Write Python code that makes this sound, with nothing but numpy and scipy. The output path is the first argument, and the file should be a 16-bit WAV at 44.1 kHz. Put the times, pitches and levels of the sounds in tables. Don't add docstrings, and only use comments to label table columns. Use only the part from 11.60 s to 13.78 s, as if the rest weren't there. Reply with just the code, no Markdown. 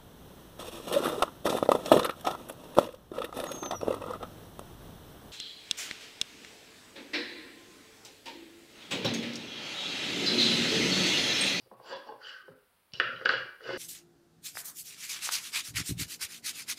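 import sys
import numpy as np
from scipy import signal
from scipy.fft import rfft, irfft
from scipy.io import wavfile
from scipy.ndimage import uniform_filter1d

SR = 44100
rng = np.random.default_rng(int(sys.argv[2]) if len(sys.argv) > 2 else 0)


def field_ratio(decibels):
    return 10 ** (np.asarray(decibels, dtype=float) / 20)


def output_pcm(signal):
    pcm = np.clip(np.atleast_2d(signal).T, -1, 1) * 32767
    wavfile.write(sys.argv[1], SR, np.round(pcm).astype(np.int16))


N = 95961

# frequency in Hz, level in dB, t60 in seconds.
TABLE_MODES = [(151, -19, 0.081), (284, -14.5, 0.096), (351.6, -7, 0.051), (390.2, -2.5, 0.079),
               (440.5, 5.5, 0.045), (512.8, 3, 0.06), (596, -14, 0.11), (720, -3.5, 0.02)]
# frequency in Hz, level in dB, t60 in seconds.
WALL_MODES = [(660, 10.5, 0.016), (850, -4.5, 0.039), (963, 19, 0.0091), (1120, -33, 0.013)]
# frequency in Hz, level in dB, t60 in seconds.
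DRAWER_MODES = [(1183, -12.5, 0.046), (1248, -6.5, 0.059), (1503.6, 2, 0.027), (1595, 5.5, 0.02),
                (1911, -3.5, 0.029), (2039, -17, 0.069)]
# frequency in Hz, level in dB, t60 in seconds.
EDGE_MODES = [(2570, -25, 0.017), (2660, 13, 0.0067), (2800, 12, 0.017), (2937, 14.5, 0.017),
              (2945, 10, 0.015), (3236, 12.5, 0.018), (3340, -14, 0.0058), (4100, -16, 0.0062)]
# frequency in Hz, level in dB, t60 in seconds.
CORNER_MODES = [(4143, 0, 0.0041), (4424, -6, 0.011), (4663, 2, 0.0092), (4830, -15, 0.02),
                (5415, -6, 0.014), (5760, -14, 0.02), (7280, -15.5, 0.0069), (7750, -22.5, 0.0065)]
# frequency in Hz, level in dB, t60 in seconds.
LEG_MODES = [(74.5, -13.5, 0.061), (115, -18.5, 0.098), (165, -12.5, 0.058)]

# frequency in Hz, level in dB per Hz.
AIR_SPECTRUM = [(18, -57), (30, -5), (161, -6.5), (194, -5), (287, -9.5), (1040, -6.5), (6050, -16),
                (10200, -14.5), (16000, -16.5)]
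# start, rise and fall in seconds, level in dB.
SHUDDERS = [(.0, 0.031, 0.044, -65), (.11, 0.073, 0.038, -65), (.28, 0.018, 0.016, -76),
            (.47, 0.061, 0.073, -73), (.65, 0.022, 0.015, -74.5), (.88, 0.037, 0.021, -59.5),
            (1.325, 0.011, 0.11, -60), (1.42, 0.035, 0.039, -55), (1.52, 0.021, 0.079, -55),
            (1.68, .03, 0.014, -49.5), (1.73, 0.023, 0.095, -52), (2.04, 0.065, .06, -52)]
# peak and length in seconds, pitch in Hz, level in dB.
CATCHES = [(0.128, 0.034, 1116, -63.5), (0.129, 0.019, 724, -57), (0.122, 0.031, 218, -64.5),
           (0.26, 0.033, 1520, -66), (0.326, 0.031, 1637, -46), (0.337, 0.034, 1797, -56),
           (0.387, 0.012, 1640, -61), (0.325, .06, 8800, -73), (0.353, .04, 330, -54.5),
           (0.326, 0.029, 2300, -64), (0.326, 0.032, 3370, -52.5), (0.336, 0.043, 4100, -62.5),
           (0.296, 0.057, 5200, -75), (0.279, 0.047, 7360, -66), (0.47, 0.03, 5440, -70),
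           (0.475, 0.03, 4520, -66.5), (0.485, 0.024, 1563, -57.5), (0.504, 0.048, 421, -53),
           (0.511, 0.029, 3340, -70), (.59, 0.025, 850, -68), (0.614, .03, 1470, -53.5),
           (0.652, 0.049, 3030, -50.5), (0.693, 0.026, 2920, -51), (0.629, 0.024, 4620, -57),
           (0.686, 0.021, 7500, -67), (0.736, 0.04, 1515, -51), (0.746, 0.04, 2010, -79),
           (0.791, 0.052, 1217, -62.5), (0.817, 0.065, 1520, -67), (0.833, 0.039, 370, -65),
           (0.96, 0.043, 520, -69.5), (1.346, 0.024, 3000, -50), (1.356, .025, 3930, -59),
           (1.339, 0.012, 531, -59.5), (0.908, .03, 1410, -64.5), (1.456, 0.038, 2786, -45),
           (1.441, 0.026, 1364, -38.5), (1.489, 0.057, 250, -57), (1.803, .04, 2340, -56.5),
           (1.476, 0.044, 2305, -57), (1.503, 0.028, 1415, -41), (1.558, 0.017, 3940, -58.5),
           (1.565, 0.011, 3000, -47), (1.728, 0.018, 1447, -32), (1.739, 0.016, 1627, -36),
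           (1.767, 0.023, 2890, -46), (1.806, 0.035, 1633, -42.5), (1.847, 0.012, 383, -56),
           (2.027, 0.038, 456, -48.5), (2.074, 0.027, 370, -55), (2.1, 0.053, 8640, -73),
           (2.138, 0.019, 380, -47)]
# time in seconds, pitch in Hz, level in dB, t60 in seconds.
TAPS = [(.313, 1060, -67, 0.022), (.322, 536, -32, 0.063), (.329, 983, -36.5, 0.09), (.33, 540, -65, 0.036),
        (.349, 570, -50, 0.016), (.489, 850, -38.5, 0.067), (.88, 418, -48, 0.17), (.88, 505, -47, .05),
        (.885, 165, -55, 0.24), (.91, 260.5, -57.5, 0.095), (1.33, 80, -56, .05), (1.33, 174, -50.5, 0.037),
        (1.396, 513, -38.5, 0.037), (1.336, 8900, -50.5, 0.0054), (1.4, 8420, -53, 0.0051),
        (1.4005, 10440, -52.5, .005), (1.657, 10100, -49, .006), (1.692, 9370, -51.5, .008),
        (1.692, 8060, -51, .006), (1.336, 5460, -33.5, 0.008), (1.3995, 2420, -32, 0.019),
        (1.4, 1785, -16, 0.012), (1.4, 676, -44, 0.066), (1.49, 528, -40, 0.026), (1.525, 527, -43, 0.039),
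        (1.65, 517, -29, 0.058), (1.687, 510, -37, 0.04), (1.735, 506, -37, 0.053),
        (1.657, 7100, -45, 0.0073), (1.69, 78.4, -59, 0.046), (1.691, 4380, -19, 0.004),
        (2.093, 2080, -41, 0.13), (2.12, 2070, -55, 0.054), (2.089, 522, -36, 0.024),
        (2.13, 378, -37, 0.063), (2.155, 277, -42.5, 0.037)]
# start, rise and fall in seconds, level in dB.
SLIDES = [
    (-.04, 0.033, 0.073, -69),
    (0.186, 0.13, 0.047, -40.5),
    (.44, 0.033, 0.048, -48.5),
    (0.562, 0.097, 0.1, -46),
    (1.331, 0.0061, 0.069, -45),
    (1.46, 0.053, 0.33, -57),
    (1.658, 0.048, 0.058, -35.5),
    (1.978, 0.096, 0.68, -46),
]
# table, walls, drawer, edges and corners in dB.
SLIDE_CONTACTS = [(-8, -11, -19, -17, -1), (-6.5, -6, -11, -13, -11.5), (-1, -3, -22, -17.5, -24.5),
                  (-18, -38, -2.5, -17, -10), (-14.5, -26.5, -18, -14, -10.5), (-4, -14, -19.5, -14, -10.5),
                  (-8, -12, -7, -5, -14), (-2, -15, 1, -6, -7)]
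# time in seconds, peaks of drawer, table and walls in dB.
THUDS = [(.0594, -86, -58.5, -85), (.1136, -58, -50.5, -45), (.1984, -61, -54, -47),
         (.4904, -53, -60.5, -47), (.5223, -62, -56.5, -41), (.8801, -53, -52.5, -53),
         (1.6114, -33.5, -42.5, -74.5), (1.7443, -38.5, -41, -56), (2.0061, -43, -57, -83),
         (2.051, -48, -43, -65), (2.0904, -34, -34, -55), (2.1071, -61, -48, -36.5)]
# time in seconds, peaks of drawer, table, edges and corners in dB.
CLACKS = [(1.3204, -77, -90, -58, -52), (1.336, -75, -58.5, -37, -30), (1.3995, -16, -36.5, -18, -24),
          (1.4048, -26.5, -49.5, -53, -39), (1.4078, -29.5, -42, -49, -52.5),
          (1.4429, -28.5, -54.5, -39.5, -67), (1.6530, -34.5, -34.5, -39, -28.5),
          (1.6572, -19.5, -39, -21, -22.5), (1.6585, -16, -36, -41, -38.5), (1.6912, -32, -34.5, -49, -40),
          (1.6922, -14, -32.5, -24.5, -41)]

# band centre in Hz, t60 in seconds, share in dB.
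ROOM_BANDS = [(124, 0.37, -17.5), (276, 0.36, -1.5), (704, 0.54, -3), (1646, 0.54, -1.5), (3000, 0.41, 2),
              (6000, 0.49, -5.5)]
# delay in seconds, level in dB.
ECHOES = [(.0045, -16), (.008, -14), (.013, -34)]
# time in seconds, lower edge in Hz, share lost from 0 to 1.
DROPOUTS = [(.157, 2780, 0.44), (.348, 6000, 0.69), (.84, 3000, 0.4), (.945, 2540, 0.4), (1.756, 6170, 0.8)]

RISE_CYCLES, SOFT_RISE_CYCLES = 1.8, 2.7


def unit(x):
    return x / np.sqrt(np.mean(x ** 2))


def through(x, h):
    return signal.fftconvolve(x, h)[:N]


def walk(rate_hz):
    hold = int(SR / rate_hz)
    steps = np.repeat(rng.standard_normal(N // hold + 1), hold)
    return unit(uniform_filter1d(steps, hold)[:N])


def ring(modes, rise_cycles=RISE_CYCLES):
    t = np.arange(SR // 2) / SR
    h = np.zeros(len(t))
    for hz, db, t60 in modes:
        build = 1 - np.exp(-(t * hz / rise_cycles) ** 2)
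        decay = np.exp(-np.log(1000) * t / t60)
        h += field_ratio(db) * np.sin(2 * np.pi * hz * t) * build * decay
    return h / np.abs(h).max()


def grains():
    slips_per_s, spread_db, patchy_db, patch_hz = 6000, 3, 1.5, 71.27
    chance, side, size = rng.random((3, N))
    slipping = chance < slips_per_s / SR
    slips = slipping * np.sign(side - 0.5) * field_ratio(-spread_db * np.log(size + 0.0015))
    return unit(slips) * field_ratio(patchy_db * walk(patch_hz))


def stroke(start, rise, fall, db):
    t = np.arange(N) / SR - start
    swell = np.clip(t / rise, 0, 1) ** 2
    release = np.exp(-np.clip(t - rise, 0, 9) ** 2 / fall ** 2)
    return field_ratio(db) * swell * release


def rub(force, h):
    return through(force, h / np.sqrt(np.sum(h ** 2)))


def air_and_hiss():
    level_db, drift_db, drift_hz = -70, 0.63, 5.84
    dip_hz, dip_width_hz, dip_db = 6750, 1600, -8.5
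    hz = np.maximum(np.fft.rfftfreq(N, 1 / SR), 1)
    corner_hz, corner_db = np.transpose(AIR_SPECTRUM)
    colour_db = np.interp(np.log(hz), np.log(corner_hz), corner_db)
    colour_db = colour_db + dip_db * np.exp(-((hz - dip_hz) / dip_width_hz) ** 2)
    noise = irfft(rfft(rng.standard_normal(N)) * field_ratio(colour_db), N)
    return field_ratio(level_db) * unit(noise) * field_ratio(drift_db * walk(drift_hz))


def frame_shudder():
    hum_hz, wobble, wobble_hz, rumble_db = 123, 0.0297, 20.2, -10.5
    press = sum(stroke(*row) for row in SHUDDERS)
    pitch_hz = hum_hz * (1 + wobble * walk(wobble_hz))
    hum = np.sin(2 * np.pi * np.cumsum(pitch_hz) / SR)
    rumble = rub(grains() * press, ring(LEG_MODES))
    return press * hum + field_ratio(rumble_db) * rumble


def catches():
    ring_cycles, longest_ring_s, longest_rise_s = 42, 0.035, 0.0025
    grain = grains()
    out = np.zeros(N)
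    for peak, length, hz, db in CATCHES:
        t60 = min(ring_cycles / hz, longest_ring_s)
        rise_cycles = min(SOFT_RISE_CYCLES, hz * longest_rise_s)
        h = ring([(hz, 0, t60)], rise_cycles)[:SR // 8]
        out += rub(grain * stroke(peak - length, length, length, db), h)
    return out


def taps():
    out = np.zeros(N + SR)
    for time, hz, db, t60 in TAPS:
        i = int(time * SR)
        out[i:i + SR // 2] += field_ratio(db) * ring([(hz, 0, t60)])
    return out[:N]


def slides(parts):
    out = np.zeros(N)
    for k, h in enumerate(parts):
        pressure = sum(stroke(*row) * field_ratio(contact[k]) for row, contact in zip(SLIDES, SLIDE_CONTACTS))
        out += rub(grains() * pressure, h)
    return out


def knocks(table, parts):
    contact_s, gain_db = 0.00017, 3.5
    rows = np.array(table)
    push = np.exp(-0.5 * (np.arange(-60, 61) / SR / (contact_s / 4)) ** 2)
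    push = push / push.sum()
    starts = (rows[:, 0] * SR).astype(int) - 70
    out = np.zeros(N)
    for h, peak_db in zip(parts, rows[:, 1:].T):
        force = np.zeros(N)
        force[starts] = field_ratio(peak_db + gain_db)
        out += through(force, np.convolve(h, push))
    return out


def room():
    tail_db, build_s = 0, 0.0046
    t = np.arange(SR) / SR
    tail = np.zeros(SR)
    for hz, t60, db in ROOM_BANDS:
        band_pass = signal.butter(2, [hz / 1.5, hz * 1.5], "band", fs=SR, output="sos")
        band = signal.sosfilt(band_pass, rng.standard_normal(SR))
        tail += field_ratio(db) * band * np.exp(-np.log(1000) * t / t60)
    h = field_ratio(tail_db) * tail * (1 - np.exp(-t / build_s)) * np.sqrt(20 / SR)
    for delay, db in ECHOES:
        h[int(delay * SR)] += field_ratio(db)
    h[0] = 1
    return h


def scene():
    mic_hz = 7130
    table, walls, drawer = ring(TABLE_MODES), ring(WALL_MODES), ring(DRAWER_MODES)
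    edges, corners = ring(EDGE_MODES), ring(CORNER_MODES)
    soft_drawer, soft_walls = ring(DRAWER_MODES, SOFT_RISE_CYCLES), ring(WALL_MODES, SOFT_RISE_CYCLES)

    box = catches() + taps()
    box += slides([table, walls, drawer, edges, corners])
    box += knocks(THUDS, (soft_drawer, table, soft_walls))
    box += knocks(CLACKS, (drawer, table, edges, corners))

    mic = signal.butter(2, mic_hz, fs=SR, output="sos")
    heard = signal.sosfilt(mic, through(box, room()))
    return (air_and_hiss() + frame_shudder() + heard)[None]


def roll_off(x):
    return signal.sosfilt(signal.butter(12, 16510, fs=SR, output="sos"), x)


def record(dry):
    dropout_s, top_hz = 0.013, 15800
    t = np.arange(N) / SR
    for time, hz, share in DROPOUTS:
        high_pass = signal.butter(4, hz, "high", fs=SR, output="sos")
        treble = signal.sosfiltfilt(high_pass, dry)
        dry = dry - share * np.exp(-((t - time) / dropout_s) ** 4) * treble
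    low_pass = signal.ellip(8, 0.2, 60, top_hz, fs=SR, output="sos")
    return roll_off(signal.sosfilt(low_pass, dry))


dry = scene()
out = record(dry)
output_pcm(out)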